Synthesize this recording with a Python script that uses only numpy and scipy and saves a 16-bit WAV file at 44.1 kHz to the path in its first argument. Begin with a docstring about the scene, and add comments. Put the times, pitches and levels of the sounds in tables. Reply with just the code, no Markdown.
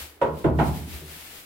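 """Goat knocking in a metal shed

A goat rears up in a sheet-metal shed and knocks three times with its hooves on a wooden bench and
the wall behind it. Each blow clatters through boards and panels and leaves a low, beating boom;
a faint bump follows. A second goat wades off through deep straw, a bright rustle on the left."""
import sys
import numpy as np
from scipy import signal
from scipy.fft import rfft, irfft, next_fast_len
from scipy.io import wavfile
from scipy.ndimage import map_coordinates

SR = 44100
rng = np.random.default_rng(int(sys.argv[2]) if len(sys.argv) > 2 else 0)


def store_pcm(level_fs):
    """Save levels as 16-bit WAV."""
    pcm = np.round(np.clip(level_fs, -1, 1) * 32767).astype(np.int16)
    wavfile.write(sys.argv[1], SR, np.atleast_2d(pcm).T)


N = 63945

# Room tone of the shed: freq_hz, gain_db
AIR_EQ = [(25, -6.5), (70, -10), (130, -20), (300, -1.5), (550, -9), (800, -10.5), (1500, -12), (4000, -28),
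          (15000, -48)]
# Fader ride of the rustle: time_s, relative_level_db
STRAW_SWELLS = [(0.0, -42.5), (0.024, -43.5), (0.12, -58), (0.2, -70), (0.218, -62), (0.326, -64),
                (0.39, -53.5), (0.524, -68), (0.67, -46.5), (0.714, -51), (0.774, -48), (0.86, -53.5),
                (0.936, -46), (1.05, -52.5), (1.118, -47.5), (1.288, -50), (1.372, -48), (1.45, -55)]
# Tone of the rustle: freq_hz, gain_db
STRAW_EQ = [(100, -4.5), (250, -5), (340, -9), (500, -6), (800, -6), (1200, -5.5), (2200, -1.5), (3400, -3),
            (4600, -5), (6200, -9), (8000, -7), (9300, -8), (11800, -5), (15500, -7.5)]
# Placement of the rustle, its highs to the left: freq_hz, left_over_right_db
STRAW_PAN = [(300, -2.5), (700, 1.5), (1300, -3.5), (2400, -3.5), (4400, 1.5), (6300, 3.5), (8000, 12),
             (10000, 8), (12500, 17), (15500, 23)]
# Stereo likeness of straw and air (1 is mono, 0 is wide): freq_hz, correlation
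STRAW_LIKENESS = [(40, 0.23), (100, 1), (400, 0.86), (1000, 0.084), (3000, 0), (12000, 0)]
# Soft footfalls in the straw: start_s, level_db
FOOTFALLS = [(0.0, -44.5), (0.911, -39.5), (1.29, -62)]
# Dull tone of a footfall: freq_hz, gain_db
THUD_EQ = [(30, -21), (75, 12), (115, -19), (160, -9.5), (230, -15), (330, -3.5), (600, -15), (1500, -23),
           (6000, -63)]
# Placement of sound in the shed: freq_hz, left_over_right_db
SHED_PAN = [(70, -2.5), (300, -1.5), (700, -0.5), (1300, -3), (2400, -4.5), (5000, 3), (12000, 13)]
# Stereo likeness in the shed, narrow lows and wide highs: freq_hz, correlation
SHED_LIKENESS = [(100, 0.81), (300, 0.89), (600, 0.36), (1100, 0), (2500, 0), (8000, 0)]
# Tone of horn on wood: freq_hz, gain_db
CLICK_EQ = [(600, -30), (1500, 4), (2100, 3), (3600, -7.5), (5000, -29), (8000, -19), (15000, -53)]
# Dense resonances of boards, panels and shed: freq_hz, gain_db
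CLATTER_EQ = [(25, -37), (50, -1.5), (90, 1.5), (140, 8), (200, -1), (400, -0.5), (620, 0), (770, -5),
              (980, 4), (1200, -2), (1450, 2.5), (1700, -6.5), (2500, -4), (5000, -11.5), (15000, -11)]
# Decay of those resonances: freq_hz, t60_s
CLATTER_DECAY = [(60, 0.5), (200, 1), (450, 0.49), (900, 0.49), (1500, .33), (3000, 0.31), (10000, 0.43)]
# Ringing modes of wall and bench: pitch_hz, relative_level_db, t60_s
WALL_MODES = [(69.97, 3, 0.77), (77.8, 3, 1.16), (150.83, 6.5, 0.52), (157.55, 3.5, 0.63),
              (187.4, -5, 0.93), (234.9, -5.5, 0.86), (309.4, 0, 0.35), (373.7, -1.5, 0.51),
              (436, -4.5, 0.57), (538, -9, 0.49), (560.5, 5.5, 0.1), (664, -2, 0.26), (840, -7.5, 0.39),
              (955, -2.5, 0.31), (1120, -8.5, 0.22), (1435, -1, 0.12), (1897, -5, 0.28)]
# Three knocks and the bump, with two resonances of each struck spot: start_s, clatter_db, ring_db,
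# click_db, thock_db, thock_delay_s, boom_db, contact_hz, first_hz, first_db, second_hz, second_db
HOOF_BLOWS = [(0.2134, -16.5, -25.5, -34.5, -14, 0.0043, -10.5, 1120, 522, 7.5, 940, 4),
              (0.441, -12, -25.5, -37.5, -17.5, 0.00493, 2.5, 628, 316, 7.5, 697, 3.5),
              (0.586, -17, -28, -33, -21, 0.01133, 2.5, 1530, 766, 10.5, 266, 4),
              (1.01, -57, -49, -71, -67, 0.0061, -14.5, 510, 387, 9, 157, 12.5)]


def amp(db):
    """Decibels to gain."""
    return 10 ** (np.asarray(db) / 20)


def unit_rms(x):
    """Scale to rms 1."""
    return x / np.sqrt(np.mean(x ** 2) + 1e-20)


def curve_at(points, hz):
    """Read a curve of (freq_hz, value) points on a log axis."""
    freqs, values = np.transpose(points)
    return np.interp(np.log(hz + 1), np.log(freqs + 1), values)


def wobble(rate_hz):
    """A smooth random modulator."""
    return map_coordinates(rng.standard_normal(512), [np.arange(N) * rate_hz / SR], mode="wrap")


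def since(start_s):
    """Seconds since the start, zero before."""
    return np.maximum(np.arange(N) / SR - start_s, 0)


def decay(t, t60_s):
    """A tail that falls 60 dB in t60_s."""
    return np.exp(-np.log(1000) * t / t60_s)


def noise():
    """Two channels of white noise."""
    return rng.standard_normal((2, N))


def filtered(x, response):
    """Zero-phase EQ; response gives the gain at each frequency."""
    size = next_fast_len(N + SR // 2)
    return irfft(rfft(x, size) * response(np.fft.rfftfreq(size, 1 / SR)), size)[..., :N]


def width_angle(likeness, hz):
    """Mid/side angle in radians, zero for mono."""
    return np.arccos(np.clip(curve_at(likeness, hz), -1, 1)) / 2


def spread(pair, eq, likeness, pan):
    """EQ, narrow and pan two unrelated signals into a stereo sound of rms 1."""
    def mid_side_gains(hz):
        angle = width_angle(likeness, hz)
        return amp(curve_at(eq, hz)) * [np.cos(angle), np.sin(angle)]

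    def pan_gains(hz):
        angle = np.arctan(amp(curve_at(pan, hz)))
        return np.array([np.sin(angle), np.cos(angle)])

    mid, side = filtered(pair, mid_side_gains)
    return unit_rms(filtered(np.array([mid + side, mid - side]), pan_gains))


def shed_air(level_db=-56.5):
    """A quiet, steady bed of dark room tone."""
    return amp(level_db) * spread(noise(), AIR_EQ, STRAW_LIKENESS, SHED_PAN)


def straw_rustle(trim_db=7, flutter_db=0.5, snaps_per_s=3000, snap_db=-5.5):
    """Stalks slide and snap in swells that follow the strides."""
    times_s, swell_db = np.transpose(STRAW_SWELLS)
    level_db = np.interp(since(0), times_s, swell_db) + trim_db + flutter_db * wobble(49.4)
    sizes = amp(3.5 * np.minimum(rng.exponential(size=(2, N)), 4))  # a few snaps stick out, up to 14 dB
    snapping = rng.random((2, N)) < snaps_per_s / SR
    snaps = unit_rms(snapping * sizes * np.sign(noise()))
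    stalks = noise() + amp(snap_db) * snaps
    return amp(level_db) * spread(stalks, STRAW_EQ, STRAW_LIKENESS, STRAW_PAN)


def contact_burst(start_s, eq, rise_s, t60_s):
    """A hit without a clear ring, smeared by the shed."""
    t = since(start_s)
    envelope = (1 - np.exp(-t / rise_s)) * decay(t, t60_s)
    return envelope * spread(noise(), eq, SHED_LIKENESS, SHED_PAN)


def footfalls():
    """Dull thuds of hooves on the bedded floor."""
    return sum(amp(level_db) * contact_burst(start_s, THUD_EQ, rise_s=0.011, t60_s=0.57)
               for start_s, level_db in FOOTFALLS)


def blow_gain(hz, blow, shelf_hz=203, band_octaves=0.19):
    """A blow's EQ: its weight sets the bass, its hardness the treble, the spot two hollow bands."""
    def band(centre_hz):
        return np.exp(-0.5 * (np.log2((hz + 1) / centre_hz) / band_octaves) ** 2)

    boom_db, contact_hz, first_hz, first_db, second_hz, second_db = blow
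    bass_db = boom_db / (1 + (hz / shelf_hz) ** 4)
    hollow_db = first_db * band(first_hz) + second_db * band(second_hz)
    lowpass = 1 / np.sqrt(1 + (hz / contact_hz) ** 3.82)  # 11.5 dB per octave
    return amp(bass_db + hollow_db) * lowpass


def wall_ring(start_s, blow, swell_cycles=3.07, waver_rad=0.96):
    """The strong modes of wall and bench swell over a few cycles; close pairs beat as they fade."""
    t = since(start_s)
    ring = np.zeros((2, N))
    for hz, level_db, t60_s in WALL_MODES:
        envelope = (1 - np.exp(-t * hz / swell_cycles)) * decay(t, t60_s)
        stereo_drift = width_angle(SHED_LIKENESS, hz) * np.array([wobble(7.37), wobble(8.88)])
        waver = waver_rad * min(hz / 500, 1) * wobble(25)  # low modes hold steadier
        phase = 2 * np.pi * hz * t + waver + stereo_drift
        ring += amp(level_db) * blow_gain(hz, blow) * envelope * np.sin(phase)
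    return ring


def panel_clatter(start_s, blow, attack_s=0.0034, build_cycles=0.55):
    """Countless close resonances: the bass builds up slowly, and each band dies at its own speed."""
    panels = spread(noise(), CLATTER_EQ, SHED_LIKENESS, SHED_PAN)
    struck = filtered(panels, lambda hz: blow_gain(hz, blow))
    hz, frames_s, bands = signal.stft(struck, SR, nperseg=512)
    age_s = np.maximum(frames_s - start_s, attack_s)
    fade = decay(age_s, curve_at(CLATTER_DECAY, hz)[:, None])
    build = 1 - np.exp(-age_s * hz[:, None] / build_cycles)
    _, tail = signal.istft(bands * fade * build, SR, nperseg=512)
    t = since(start_s)
    attack = 1 - np.exp(-(t / attack_s) ** 2)
    softening = amp(-2 * np.exp(-t / 0.0086))  # takes a little off the front edge
    return tail[:, :N] * attack * softening


def hoof_thock(start_s, blow, rise_s=0.0027, t60_s=0.089, echo_s=0.018, echo_db=-3.5):
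    """The struck spot rings briefly at its two resonances; the facing wall slaps it back."""
    _, _, first_hz, _, second_hz, _ = blow

    def strike(t):
        tones = np.sin(2 * np.pi * first_hz * t) + amp(-6) * np.sin(2 * np.pi * second_hz * t)
        attack = 1 - np.exp(-(t / rise_s) ** 2)
        return tones * attack * decay(t, t60_s)

    return strike(since(start_s)) + amp(echo_db) * strike(since(start_s + echo_s))


def hoof_knocks():
    """The tip of a hoof clicks and sets off the clatter and the ring; it thocks as it lands flat."""
    mix = np.zeros((2, N))
    for start_s, clatter_db, ring_db, click_db, thock_db, thock_delay_s, *blow in HOOF_BLOWS:
        mix += amp(click_db) * contact_burst(start_s, CLICK_EQ, rise_s=0.002, t60_s=0.17)
        mix += amp(thock_db) * hoof_thock(start_s + thock_delay_s, blow)
        mix += amp(clatter_db) * panel_clatter(start_s, blow)
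        mix += amp(ring_db) * wall_ring(start_s, blow)
    return mix


def scene():
    """Knocks up front, footfalls and straw behind, room tone underneath."""
    return hoof_knocks() + footfalls() + straw_rustle() + shed_air()


def record(dry):
    """A brick-wall high cut at 15.9 kHz."""
    return filtered(dry, lambda hz: hz < 15900)


dry = scene()
out = record(dry)
store_pcm(out)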